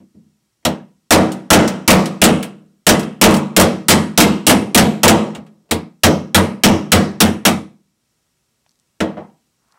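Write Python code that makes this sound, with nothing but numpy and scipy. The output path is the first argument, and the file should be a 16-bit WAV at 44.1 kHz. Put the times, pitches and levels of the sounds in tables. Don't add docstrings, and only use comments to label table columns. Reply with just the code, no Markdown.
import sys
import numpy as np
from scipy import signal
from scipy.fft import rfft, irfft
from scipy.io import wavfile

SR = 44100
rng = np.random.default_rng(int(sys.argv[2]) if len(sys.argv) > 2 else 0)


def amp(db):
    return 10 ** (np.asarray(db, float) / 20)


def write(x):
    x = np.atleast_2d(x).T
    wavfile.write(sys.argv[1], SR, np.round(np.clip(x, -1, 1) * 32767).astype(np.int16))


N = 431298

# (time [s], peak [dB], hardness [dB/octave], delay of second landing [s], 0 = none)
BLOWS = [(0.65, -10.5, 1.16, 0), (1.106, 2.5, 0.3, 0.016), (1.503, 4.5, 0.36, .026),
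         (1.877, 2.5, 1.5, 0.025), (2.216, 0.5, 2, 0.021), (2.866, -0.5, 1.8, .023), (3.213, 3, 2.1, .023),
         (3.564, 0.5, 2.83, .033), (3.883, -1.5, 4.4, 0.021), (4.175, -0.5, 3.9, 0.026),
         (4.466, -1.5, 3.9, 0.027), (4.746, 0.5, 3.2, .028), (5.032, 3.5, 1.64, .047), (5.71, -12, 2.7, 0),
         (6.034, -3, 2.6, 0.00093), (6.345, -4, 3.2, 0.00032), (6.635, -1.5, 3.1, 0.00027),
         (6.918, -2.5, 3.2, 0.00043), (7.203, -6, 4.9, 0.0018), (7.451, -8, 4.7, 0.00022)]
# (peak [dB], hardness [dB/octave], boom [dB], thud [dB], ring length [factor])
SECOND_LANDING = (10, 1.5, -7.5, 0.5, 0.42)
# (time [s], peak [dB], ring length [factor])
DOLLY_REBOUNDS = [
    (1.318, -28.5, 1.1),
    (1.6763, -19, 1.1),
    (2.0564, -21, 0.92),
    (2.4267, -21, 0.74),
    (2.9934, -25, 0.66),
    (3.029, -34, 0.66),
    (3.3058, -21, 0.48),
    (3.339, -14.5, 0.43),
    (3.365, -22.5, 0.6),
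]
# (time [s], peak [dB], hardness [dB/octave], boom [dB], ring length [factor])
KNOCKS = [(.001, -47, -5, 15, .5), (0.144, -60, -2.9, 30, 1.05), (0.626, -55, -3.5, .1, .4),
          (5.349, -19, -2.9, -14, .5), (5.368, -38.5, -3, 18, .6), (5.463, -41, -2.5, -7, .55),
          (5.555, -60, -8, 3, .8), (5.652, -56, -5, -2.5, .8), (5.689, -42.5, -4, -5, .6),
          (9.003, -7, -3, 0.5, .82), (9.168, -15.5, -8.5, -9, .6)]
# (time [s], peak [dB], pitch [Hz])
TICKS = [(8.663, -33, 795), (8.663, -41, 2500), (8.668, -54, 4180), (8.693, -45, 5540),
         (8.709, -48.5, 5380), (8.716, -48, 5300), (8.734, -58, 6000), (8.756, -49, 5040),
         (8.79, -50, 5200), (8.798, -47, 6490), (8.826, -58, 2500), (8.874, -57, 5310), (9.3, -47, 2295),
         (9.685, -54, 8000), (9.715, -51.5, 5500), (9.722, -40, 5500)]
# (frequency [Hz], level [dB], T60 [s])
SHELL_MODES = [(86, -6.5, 0.29), (91, -3.5, 0.29), (158, -10, 0.62), (186.64, -3, 0.4), (197.6, -6, 0.62),
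               (220.8, -3.5, 0.52), (247, -4, .42), (315.2, -5, 0.46), (362, -13.5, 0.1),
               (457.2, -8.5, 0.42), (503.3, -8.5, 0.36), (607, -6.5, 0.28), (630, -10, 0.32),
               (684, -5.5, 0.31), (780, -13.5, 0.039), (865.6, -7.5, .3), (1137, -23, 0.36),
               (1200.5, -12.5, 0.086), (1385, -15.5, 0.15), (1760, -21, 0.37), (2086, -20, 0.4),
               (2930, -16, 0.1), (2995, -19, 0.31), (3350, -17.5, 0.26), (3170, -24.5, 0.24),
               (5000, -29, 0.053)]
# (frequency [Hz], level [dB per Hz])
SHEET_SPECTRUM = [(15, -63), (25, -21.5), (125, -8.5), (220, 1), (389, -4.5), (617, -6), (1090, -13.5),
                  (1730, -19.5), (2600, -20), (5200, -26.5), (8000, -27.5), (15200, -42), (16500, -63)]
# (frequency [Hz], T60 [s])
SHEET_T60 = [(90, .42), (200, 0.6), (420, 0.42), (1100, 0.44), (2910, 0.41), (6500, 0.38), (10000, 0.34),
             (16000, 0.22)]
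# (frequency [Hz], level [dB], T60 [s])
DOLLY_MODES = [(1720, -10, .06), (3000, -5, .05), (4533, -6, .05), (4856, -5, .04), (5500, -5, .05),
               (6440, -9, .05), (7305, -10, .05), (8160, -12, .04), (9959, -10, .045), (11460, -15, .04)]
# (frequency [Hz], level under the ring [dB])
SHOP_TAIL = [(110, -37), (200, -22), (400, -29), (2500, -33), (3400, -27), (4800, -32), (6800, -23),
             (15000, -36)]
# (frequency [Hz], T60 [s])
SHOP_T60 = [(60, 1.1), (400, .8), (2500, .5), (7000, .5), (15000, .3)]
# (frequency [Hz], level [dB per Hz])
FLOOR = [(25, -36), (50, -9), (124, -15), (210, -5), (330, -18), (3000, -23), (7000, -21), (16500, -33)]
# (time [s], level [dB])
HISS = [
    (0, -3.5),
    (7.95, -4.5),
    (8.1, -1.5),
    (9.78, -1.5),
]

EDGES_HZ = 25 * 2 ** np.arange(0, 9.6, 1 / 3)
CENTRES_HZ = np.sqrt(EDGES_HZ[1:] * EDGES_HZ[:-1])
STEP = 16
TRAVEL_S = .0008

BLOW_EXTRA_DB = 7
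BOOM_DB, BOOM_PER_HARDNESS = -1, 2.21
NEW_SPOT_S = 5.5
THUD_HELD_DB, THUD_FREE_DB = -1.5, 7.5
RING, RING_PER_DB = 0.98, 0.0277
TOUCH_HARDNESS, TOUCH_BOOM_DB, TOUCH_THUD_DB = 3.2, -4.5, -5.5
KNOCK_THUD_DB = -3
SCUFF_START_S, SCUFF_SWELL_S, SCUFF_DB = 9.58, .2, -59
SCUFF_BAND_HZ = [650, 1500]
FLOOR_DB = -66.5
OVERLOAD, KNEE = 0.55, 5.9
SMOOTH, CUTOFF_HZ = 0.043, 16500


def contacts():
    blows, again = [], []
    for s, db, hard, delay_s in BLOWS:
        boom_db = BOOM_DB + BOOM_PER_HARDNESS * hard
        thud_db = THUD_FREE_DB if s > NEW_SPOT_S else THUD_HELD_DB
        blows.append((s, db + BLOW_EXTRA_DB, hard, boom_db, thud_db, RING + RING_PER_DB * db))
        if delay_s:
            again.append((s + delay_s, *SECOND_LANDING))
    touches = [(s, db, TOUCH_HARDNESS, TOUCH_BOOM_DB, TOUCH_THUD_DB, ring) for s, db, ring in DOLLY_REBOUNDS]
    knocks = [(s, db, hard, boom_db, KNOCK_THUD_DB, ring) for s, db, hard, boom_db, ring in KNOCKS]
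    return blows + again + touches + knocks


def strength(hit, hz):
    s, db, hardness, boom_db, thud_db, ring = hit
    tilt_db = hardness * np.log2(0.43 + hz / 1500)
    return db + tilt_db + boom_db / (1 + (hz / 380) ** 4) + thud_db / (1 + (hz / 125) ** 6)


def at_hz(points, hz):
    table_hz, values = np.array(points)[:, 0], np.array(points)[:, 1]
    return np.interp(np.log(hz), np.log(table_hz), values)


def bandpass(x, low_hz, high_hz):
    return signal.sosfilt(signal.butter(2, [low_hz, high_hz], "band", fs=SR, output="sos"), x)


def band_noises(ripple_db):
    white = rfft(rng.standard_normal((2, N)))
    hz = np.arange(white.shape[1]) * SR / N
    ripple = np.interp(hz, np.arange(600) * 40, rng.standard_normal(600))
    white = irfft(white * amp(ripple_db * ripple), N)
    return np.array([bandpass(white[k % 2], low, high)
                     for k, (low, high) in enumerate(zip(EDGES_HZ, EDGES_HZ[1:]))])


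def sheet_energy(hits, crack_db=9.5, crack_s=0.0067, late_db=-11.0, rise_cycles=5.3, spot_db=2.1, low_hz=300):
    t = np.arange(2400) * STEP / SR
    energy = np.zeros((len(CENTRES_HZ), N // STEP + 3002))
    hz = CENTRES_HZ[:, None]
    sparse = 1 / (1 + (low_hz / hz) ** 2)
    late = amp(2 * late_db / (1 + (3500 / hz) ** 2))
    spots = rng.standard_normal((len(hits), 2, len(CENTRES_HZ), 1))
    for hit, (drive, damping) in zip(hits, spots):
        s, _, hardness, _, _, ring = hit
        soft = np.clip(-hardness / 3 - 1, 0, 1)
        level = amp(strength(hit, hz) + at_hz(SHEET_SPECTRUM, hz) + spot_db * drive)
        decay = amp(-120 * t / (ring * at_hz(SHEET_T60, hz) * np.exp(.05 * damping)))
        crack = amp(2 * crack_db) * np.exp(-t / crack_s) * (hz > 1200) * (1 - soft)
        shop = amp(2 * at_hz(SHOP_TAIL, hz) - 120 * t / (ring * at_hz(SHOP_T60, hz)))
        contact_s = 0.0041 * soft
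        rise = 1 - np.exp(-(t + 1e-4) / (rise_cycles / hz + contact_s))
        i = round((s + TRAVEL_S) * SR / STEP)
        energy[:, i:i + len(t)] += level ** 2 * sparse * rise * (crack + late * (decay + shop))
    return energy


def sheet(hits, bands, gain_db=12.0):
    envelopes = np.sqrt(sheet_energy(hits))
    steps = np.arange(N) / STEP
    return amp(gain_db) * sum(band * np.interp(steps, np.arange(len(envelope)), envelope)
                              for band, envelope in zip(bands, envelopes))


def shell(hits, gain_db=-9.5, spread_db=2.0, detune=.022, rise_cycles=2.5):
    out = np.zeros(N + SR)
    t = np.arange(SR * 3 // 5, dtype=np.float32) / SR
    hz, db, t60_s = np.float32(np.transpose(SHELL_MODES)[:, :, None])
    chances = rng.standard_normal((len(hits), 3, len(SHELL_MODES), 1), dtype=np.float32)
    for hit, (shift, drive, phase) in zip(hits, chances):
        s, ring = hit[0], hit[-1]
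        pitch_hz = hz * (1 + detune * shift)
        level = amp(gain_db + strength(hit, hz) + db + spread_db * drive - 60 * t / (ring * t60_s))
        rise = 1 - np.exp(-t * hz / rise_cycles)
        i = round((s + TRAVEL_S) * SR)
        out[i:i + len(t)] += np.sum(level * rise * np.sin(2 * np.pi * pitch_hz * t + 9 * phase), axis=0)
    return out[:N]


def dolly(gain_db=-9., spread_db=4.):
    out, t = np.zeros(N), np.arange(SR // 5) / SR
    hz, db, t60_s = np.transpose(DOLLY_MODES)[:, :, None]
    chances = rng.standard_normal((len(DOLLY_REBOUNDS), len(DOLLY_MODES), 1))
    for (s, peak_db, _), chance in zip(DOLLY_REBOUNDS, chances):
        level = amp(gain_db + min(peak_db, -8) + db + spread_db * chance - 60 * t / t60_s)
        i = round((s + TRAVEL_S) * SR)
        out[i:i + len(t)] += np.sum(level * np.sin(2 * np.pi * hz * t), axis=0)
    return out


def ticks(gain_db=3.0, t60_s=0.009, width=1.35):
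    out, t = np.zeros(N), np.arange(1500) / SR
    for (s, db, hz), noise in zip(TICKS, rng.standard_normal((len(TICKS), len(t)))):
        burst = amp(db + gain_db - 60 * t / t60_s) * noise
        i = round(s * SR)
        out[i:i + len(t)] += bandpass(burst, hz / width, min(hz * width, 16000))[:N - i]
    return out


def scuff(swell_db=19.0, grain_db=2.5):
    push = (np.arange(N) / SR - SCUFF_START_S) / SCUFF_SWELL_S
    noise = rng.standard_normal(N)
    unevenness = np.repeat(rng.standard_normal(N // 200 + 1), 200)[:N]
    rub = bandpass(noise * amp(grain_db * unevenness), *SCUFF_BAND_HZ)
    swell = amp(SCUFF_DB - swell_db * np.clip(1 - push, 0, 1))
    return rub / rub.std() * swell * (push > 0)


def shop_air(bands):
    gains, low = amp(at_hz(FLOOR, CENTRES_HZ)), CENTRES_HZ < 400
    hum = gains[low] @ bands[low]
    hiss = gains[~low] @ bands[~low]
    hiss_gain = amp(np.interp(np.arange(N) / SR, *np.transpose(HISS)))
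    return amp(FLOOR_DB) * (hum + hiss_gain * hiss) / (hum + hiss).std()


def scene():
    hits = contacts()
    bands = band_noises(ripple_db=2.5)
    panel = sheet(hits, bands) + shell(hits)
    tools = dolly() + ticks() + scuff()
    air = shop_air(bands[:, ::-1])
    return (panel + tools + air)[None]


def roll_off(x):
    return signal.sosfilt(signal.butter(12, 16960, fs=SR, output="sos"), x)


def record(dry):
    squared = dry / (1 + np.abs(dry / OVERLOAD) ** KNEE) ** (1 / KNEE)
    dulled = signal.lfilter([1 - SMOOTH, SMOOTH], [1], squared)
    cut = signal.sosfiltfilt(signal.cheby2(12, 45, CUTOFF_HZ, fs=SR, output="sos"), dulled)
    return roll_off(cut)


dry = scene()
out = record(dry)
write(out)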